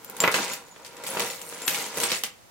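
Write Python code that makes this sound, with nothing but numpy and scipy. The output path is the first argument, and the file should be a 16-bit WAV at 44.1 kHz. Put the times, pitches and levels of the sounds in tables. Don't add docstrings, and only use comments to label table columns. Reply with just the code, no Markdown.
import sys
import numpy as np
from scipy import signal
from scipy.fft import rfft, irfft, next_fast_len
from scipy.io import wavfile
from scipy.ndimage import map_coordinates

SR = 44100
rng = np.random.default_rng(int(sys.argv[2]) if len(sys.argv) > 2 else 0)


def waveform_to_disk(signal):
    frames = np.transpose(np.atleast_2d(signal))
    scaled = np.clip(frames, -1, 1) * 32767
    samples = np.round(scaled).astype(np.int16)
    wavfile.write(sys.argv[1], SR, samples)


def convert_level_to_amplitude(level_db):
    exponent = np.asarray(level_db, float) / 20
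    return 10 ** exponent


N = 110250

# start_s [s], peak_db [dB], brightness_db [dB]
CLACKS = [(0.046, -33, 13.5), (0.098, -36, 19.5), (0.166, -25.5, 6), (0.203, -11, 7.5),
          (0.3154, -11.5, -15), (0.3413, -5.5, -13), (0.534, -19, 5.5), (0.848, -25, -13),
          (0.8635, -26, -21), (0.967, -26.5, -5), (1.037, -21.5, 0), (1.0652, -14.5, -12),
          (1.1707, -32, -16), (1.1955, -7, -3), (1.3004, -15, -7), (1.4149, -25.5, 5), (1.5374, -46, -15),
          (1.6178, -23, -8), (1.6771, -10, 2), (1.6808, -7, -4), (1.7462, -9.5, -13), (1.8152, -33, 10),
          (1.858, -35, -26), (1.9722, -15, 2), (2.0007, -11, 1), (2.0345, -6, -32), (2.0892, -33, -19),
          (2.1016, -12, -32), (2.1172, -3, -30), (2.2356, -9, 1)]
# start_s [s], peak_db [dB], hardness_hz [Hz]
KNOCKS = [(0.2386, -2.5, 1780), (0.2759, -4, 1660), (0.343, -9, 2500), (0.383, -17.5, 2500),
          (0.761, -34.5, 2970), (1.147, -27.5, 1010), (1.171, -17, 910), (1.525, -31.5, 900),
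          (1.974, -27, 516), (2.035, -26, 890), (1.69, -49, 2000)]
# frequency_hz [Hz], density_db [dB per Hz]
LINK_COLOUR = [(710, -13.5), (1200, -11), (1720, -25.5), (1950, -3), (5590, -7.5), (8350, -2.5),
               (14500, -13.5), (16000, -3)]

LAG_S, PAN_DB, TOP_LAG_S = 0.0001, 4, 0.00006
CLATTER_TOP_HZ = 3120


def unit(x):
    return x / np.sqrt(np.mean(x ** 2) + 1e-20)


def along(points, hz):
    f, v = np.transpose(points)
    return np.interp(np.log(hz + 1), np.log(f + 1), v)


def wobble(rate):
    knots = rng.standard_normal(int(N * rate / SR) + 4)
    return map_coordinates(knots, [np.arange(N) * rate / SR])


def filtered(x, response):
    m = next_fast_len(N + SR // 2)
    return irfft(rfft(x, m) * response(np.fft.rfftfreq(m, 1 / SR)), m)[..., :N]


def causal(points):
    def response(hz):
        cepstrum = irfft(np.log(convert_level_to_amplitude(along(points, hz)) + 1e-6))
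        half = len(cepstrum) // 2
        cepstrum[1:half] *= 2
        cepstrum[half + 1:] = 0
        return np.exp(rfft(cepstrum))
    return response


def pings(s, hz, db, t60, lag_s, size, pan_db=PAN_DB):
    t = np.arange(size) / SR
    place = rng.standard_normal((len(s), 2))
    out = []
    for side in (-0.5, 0.5):
        at = (s + side * lag_s * place[:, 0]) * SR
        age = np.maximum(t - (at % 1)[:, None] / SR, 0)
        level_db = (db + side * pan_db * place[:, 1])[:, None] - 60 * age / t60[:, None]
        wave = convert_level_to_amplitude(level_db) * np.sin(2 * np.pi * hz[:, None] * age)
        i = np.clip(np.floor(at).astype(int)[:, None] + np.arange(size), 0, N)
        out.append(np.bincount(i.ravel(), wave.ravel(), N + 1)[:N])
    return np.array(out)


def contacts(count, spread_db, lag_s):
    d = rng.random((count, 2))
    one = np.ones(count)
    size_db = spread_db * np.minimum(-np.log(d[:, 1]), 4)
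    pan_db = PAN_DB * (lag_s / LAG_S) ** 2
    clicks = pings(d[:, 0] * N / SR, one * SR / 4, size_db, one * 3 / SR, lag_s, size=4, pan_db=pan_db)
    return unit(clicks)


def air():
    # frequency_hz [Hz], density_db [dB per Hz]
    air_colour = [(15, -66), (25, -42), (64, -11), (117, -4.5), (427, -11.5), (503, -6.5), (3340, -18),
                  (6210, -18), (16000, -25)]
    a, b = rng.standard_normal((2, N))
    pair = np.array([a + 0.93 * b, a - 1.18 * b])
    tone = unit(filtered(pair, lambda f: convert_level_to_amplitude(along(air_colour, f))))
    hiss = rng.standard_normal((2, N))
    rumble = unit(filtered(hiss, lambda f: f / (15 + f) / (1 + (f / 50) ** 3)))
    return convert_level_to_amplitude(-53.5) * (tone + convert_level_to_amplitude(-22) * rumble)


def room(x):
    # frequency_hz [Hz], t60_s [s]
    room_decay = [(200, 0.26), (2000, 0.28), (12000, 0.15)]
    hz, t, z = signal.stft(rng.standard_normal((2, SR // 3)), SR, nperseg=256)
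    share = (1 / (1 + (hz / 1200) ** 2))[:, None]
    z = np.array([z[0], share * z[0] + np.sqrt(1 - share ** 2) * z[1]])
    decay = convert_level_to_amplitude(-60 * t / along(room_decay, hz)[:, None])
    tail = signal.istft(z * decay, SR, nperseg=256)[1]
    late = np.pad(x.mean(0), (130, 0))[None]
    return signal.fftconvolve(late, tail / np.linalg.norm(tail[0]), axes=1)[:, :N]


def table(force):
    # frequency_hz [Hz], density_db [dB per Hz]
    top_colour = [(24, -69), (40, -28), (155, -4), (362, -5.5), (470, 2.5), (587, -4), (973, -3.5),
                  (1290, -8.5), (5000, -18), (6500, -22.5), (11000, -120)]
    # pitch_hz [Hz], width_hz [Hz], level_db [dB]
    top_modes = [(163.7, 12.7, 9), (206, 28, -5.5), (299, 50, 4.5), (464, 21, -3), (498, 28.5, 5),
                 (975, 106, 3), (1363, 215, 2.5), (2000, 400, -11.5)]
    colour = causal(top_colour)

    def response(f):
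        modes = 1
        for centre, width, db in top_modes:
            modes = modes + convert_level_to_amplitude(db) * 1j * f * width / (centre * centre - f * f + 1j * f * width)
        return colour(f) * modes
    return filtered(force, response)


def thumps():
    # start_s [s], peak_db [dB], pitch_hz [Hz]
    thump_hits = [(0.202, -31, 526), (0.237, -22, 501), (0.275, -23.5, 500), (1.037, -37.5, 499),
                  (1.088, -33, 530), (1.136, -34, 524), (1.166, -28, 493), (1.207, -28, 481),
                  (1.239, -33.5, 508), (1.292, -39, 531), (1.708, -32.5, 514), (1.784, -35, 473),
                  (1.972, -27, 482.6), (1.984, -31, 501), (1.998, -27.5, 461), (2.035, -28.5, 490),
                  (2.079, -44, 460), (2.121, -28.5, 502)]
    s, db, hz = np.transpose(thump_hits)
    one = np.ones(len(s))
    boom = pings(s, 162.7 * one, db - 4.5, 0.14 * one, TOP_LAG_S, size=9000, pan_db=-2.0)
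    return boom + pings(s, hz, db, 0.097 * one, TOP_LAG_S, size=5000, pan_db=-1.0)


def knocks():
    double_s = 0.0019
    s, db, hz = np.tile(np.transpose(KNOCKS), 2)
    s = s + double_s * (np.arange(len(s)) >= len(KNOCKS))
    blows = pings(s, hz, db + 3, 2.15 / hz, TOP_LAG_S / 2, size=200, pan_db=3)

    def soft(f):
        ratio = f / CLATTER_TOP_HZ
        return 1 / (1 - ratio ** 2 + 1.3j * ratio) ** 2
    return filtered(blows + convert_level_to_amplitude(-18) * table(blows), soft)


def pendants():
    # start_s [s], pitch_hz [Hz], level_db [dB], t60_s [s]
    pendant_rings = [(.077, 7360, -46, .1), (.105, 13390, -54, .1), (.2035, 7359, -14, .05),
                     (.243, 13400, -35, .2), (.27, 13400, -37, .12), (.44, 14900, -41, .1),
                     (.517, 6935, -31, .14), (.537, 13270, -36, .08), (.712, 6935, -45, .2),
                     (1.075, 8100, -35, .06), (1.101, 10085, -28, .08), (1.3, 6935, -36, .14),
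                     (1.416, 7390, -34, .05), (1.464, 8620, -43, .08), (1.538, 7390, -43, .05),
                     (1.619, 7350, -36, .12), (1.62, 11110, -45, .15), (1.62, 9740, -47, .15),
                     (1.652, 7350, -28, .04), (1.663, 11780, -31, .4), (1.68, 12030, -27, .25),
                     (1.755, 11800, -42, .15), (1.808, 12750, -36, .1), (1.865, 14900, -47, .12),
                     (2.034, 8500, -23, .03), (2.045, 8600, -30, .07), (1.6803, 3700, -8, .005),
                     (2.2362, 3050, -26, .012), (.663, 6935, -55, .15), (.83, 6930, -48, .06),
                     (.544, 7600, -36, .03), (1.558, 10000, -47, .06), (1.578, 10000, -46, .05),
                     (1.235, 10000, -39, .1), (1.125, 13300, -43, .12), (1.485, 8700, -42, .05)]
    s, hz, db, t60 = np.transpose(pendant_rings)
    return pings(s, hz, db, t60, 0.000015, size=12000, pan_db=7)


def snaps():
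    # start_s [s], peak_db [dB]
    snap_hits = [(0.0319, -39), (0.0471, -33), (0.0993, -30), (0.1675, -29), (0.186, -30), (0.2033, -7),
                 (0.2388, -9), (0.2776, -8), (0.3262, -18), (0.3418, -12), (0.3481, -13), (0.3592, -14),
                 (0.3895, -16), (0.4795, -21), (0.4997, -23), (0.5366, -20), (0.6398, -38), (0.7621, -36),
                 (0.8484, -29), (0.8633, -28), (0.91, -37), (1.0378, -26), (1.0779, -22), (1.0886, -24),
                 (1.1365, -25), (1.1497, -24), (1.1964, -16), (1.2757, -25), (1.3011, -18), (1.3337, -26),
                 (1.4167, -25), (1.5054, -32), (1.5261, -28), (1.5893, -27), (1.6198, -25), (1.6802, -4),
                 (1.7082, -16), (1.7274, -18), (1.7354, -21), (1.7455, -15), (1.7541, -17), (1.7592, -17),
                 (1.7724, -19), (1.787, -21), (1.816, -22), (1.8326, -25), (1.8396, -25), (1.8864, -25),
                 (1.9188, -28), (1.9687, -21), (1.9845, -19), (2.0354, -11), (2.0904, -21), (2.1034, -15),
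                 (2.108, -17), (2.1173, -10), (2.1271, -14), (2.2378, -15)]
    mirror_s, mirror_db = 0.00018, -8
    s, db = np.transpose(snap_hits)
    one = np.ones(len(s))
    d = rng.random((len(s), 2, 4))
    push = pings(s, one * 5200, db + 5.5, one * 0.0005, 0.00002, size=40, pan_db=1)
    after_s = (s[:, None] + 0.0025 * d[:, 0]).ravel()
    after_hz = 2000 * 5 ** d[:, 1].ravel()
    after_db = np.repeat(db - 18, 4)
    after = pings(after_s, after_hz, after_db, np.full(len(after_s), 0.005), LAG_S, size=300)
    mirrored = filtered(push, lambda f: 1 - convert_level_to_amplitude(mirror_db) * np.exp(-2j * np.pi * f * mirror_s))
    return mirrored + after


def clacks():
    s, peak, bright = np.transpose(CLACKS)
    d = rng.random((len(s), 3, 12))
    hz = 1800 * (15000 / 1800) ** ((np.arange(12) + d[:, 0]) / 12)
    tilt_db = 0.58 * (bright + 8)[:, None] * np.log2(hz / 4000).clip(0)
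    db = (peak - 8 - 18.0)[:, None] + tilt_db + 6 * d[:, 1]
    mode_s = s[:, None] + 0.0013 * d[:, 2] ** 2
    t60 = 0.014 + 15 / hz
    crack = pings(mode_s.ravel(), hz.ravel(), db.ravel(), t60.ravel(), LAG_S, size=800)
    one = np.ones(len(s))
    tap = pings(s, one * 2000, peak - 9, one * 0.0004, TOP_LAG_S, size=80)
    return crack + table(tap)


def stirring():
    # start_s [s], strength_db [dB], finest_links_db [dB]
    stir_moves = [(0, -52.5, 2), (.19, -49.5, 1), (.3, -33.5, 0), (.37, -19.5, -9.5), (0.539, -30, -7),
                  (.63, -56.5, -1), (1.0, -47, -10), (1.07, -37.5, 1.5), (1.22, -27.5, -4), (1.39, -44, -1),
                  (1.49, -46, 9.5), (1.575, -42.5, -3.5), (1.76, -27.5, -2.5), (1.92, -34, -6),
                  (2.02, -29, 2), (2.135, -25, -12), (2.195, -42, 5), (2.33, -63, -20)]
    # start_s [s], weight_db [dB]
    press_moves = [(0.0, -49.5), (0.19, -37), (0.24, -24), (0.33, -41.5), (0.35, -27), (0.69, -54),
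                   (0.97, -46), (1.2, -30), (1.38, -47.5), (1.66, -40.5), (1.68, -36.5), (1.92, -41.5),
                   (1.98, -29.5), (2.14, -40), (2.21, -63), (2.24, -35.5), (2.32, -73), (2.5, -64)]
    t = np.arange(N) / SR
    s, db, fine_db = np.transpose(stir_moves)
    clump = 2.5 * wobble(30.48)
    level = convert_level_to_amplitude(np.interp(t, s, db) - 2 + clump + 0.94 * wobble(60))
    press_db = np.interp(t, *np.transpose(press_moves))
    heavy = convert_level_to_amplitude(press_db - 2 + 0.13 * clump + 1.2 * wobble(25.21))

    def dying(at, db, t60):
        return (t > at) * convert_level_to_amplitude(db - 60 * np.abs(t - at) / t60)
    for at, peak, _ in CLACKS:
        level = np.hypot(level, dying(at, peak - 14, 0.16))
    rattle = np.sqrt(sum(dying(at, peak - 11.5, 0.067) ** 2 for at, peak, _ in KNOCKS))
    return level, convert_level_to_amplitude(np.interp(t, s, fine_db)), heavy, rattle


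def grains(count, spread_db, cycles):
    d = rng.random((count, 4))
    hz = 1500 * (16000 / 1500) ** d[:, 1]
    size_db = spread_db * np.minimum(-np.log(d[:, 2]), 3.5)
    db = size_db + along(LINK_COLOUR, hz) + 20 * np.log10(hz / 4000)
    t60 = cycles * (0.5 + d[:, 3]) / hz
    return unit(pings(d[:, 0] * N / SR, hz, db, t60, LAG_S, size=160))


def tinkling(level):
    d = rng.random((700, 4))
    hz = 4000 * (15000 / 4000) ** d[:, 1]
    s = d[:, 0] * N / SR
    stir_db = 20 * np.log10(level[(s * SR).astype(int)])
    db = stir_db + 2.0 * np.minimum(-np.log(d[:, 2]), 2.5) - 10
    return pings(s, hz, db, 0.0062 + 0.065 * d[:, 3] ** 2, LAG_S, size=2000)


def drumming(heavy, rattle):
    force = contacts(count=6000, spread_db=2.5, lag_s=TOP_LAG_S)
    return table(force * (heavy + 0.35 * rattle)) / np.std(table(force))


def clattering(rattle):
    def band(f):
        ratio = f / CLATTER_TOP_HZ
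        return 1j * f / (1020 + 1j * f) / (1 - ratio ** 2 + 1.2j * ratio) ** 3
    beads = contacts(count=14000, spread_db=2.5, lag_s=LAG_S)
    return filtered(beads * rattle, band) / np.std(filtered(beads, band))


def chains():
    level, fine, heavy, rattle = stirring()
    ticks = contacts(count=12000, spread_db=3, lag_s=LAG_S)
    ticks = unit(filtered(ticks, causal(LINK_COLOUR)))
    links = convert_level_to_amplitude(-8.5) * ticks + convert_level_to_amplitude(-2.5) * grains(count=12000, spread_db=4.5, cycles=12.5)
    finest = filtered(links, lambda f: 1 / (1 + (7300 / (f + 1)) ** 6))
    shower = level * (links + (fine - 1) * finest)
    return shower + tinkling(level) + drumming(heavy, rattle) + clattering(rattle)


def scene():
    metal = chains() + clacks() + knocks() + snaps() + thumps()
    rings = pendants()
    wet = convert_level_to_amplitude(-5) * room(metal + 0.5 * rings)
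    low_cut_hz = 94.6
    close = filtered(metal + rings + wet, lambda f: (1j * f / (low_cut_hz + 1j * f)) ** 4)
    return close + air()


def low_pass(x):
    return signal.sosfilt(signal.butter(12, 17010, fs=SR, output="sos"), x)


def record(dry):
    mix = filtered(dry, lambda hz: hz < 15900)
    return low_pass(mix)


dry = scene()
out = record(dry)
waveform_to_disk(out)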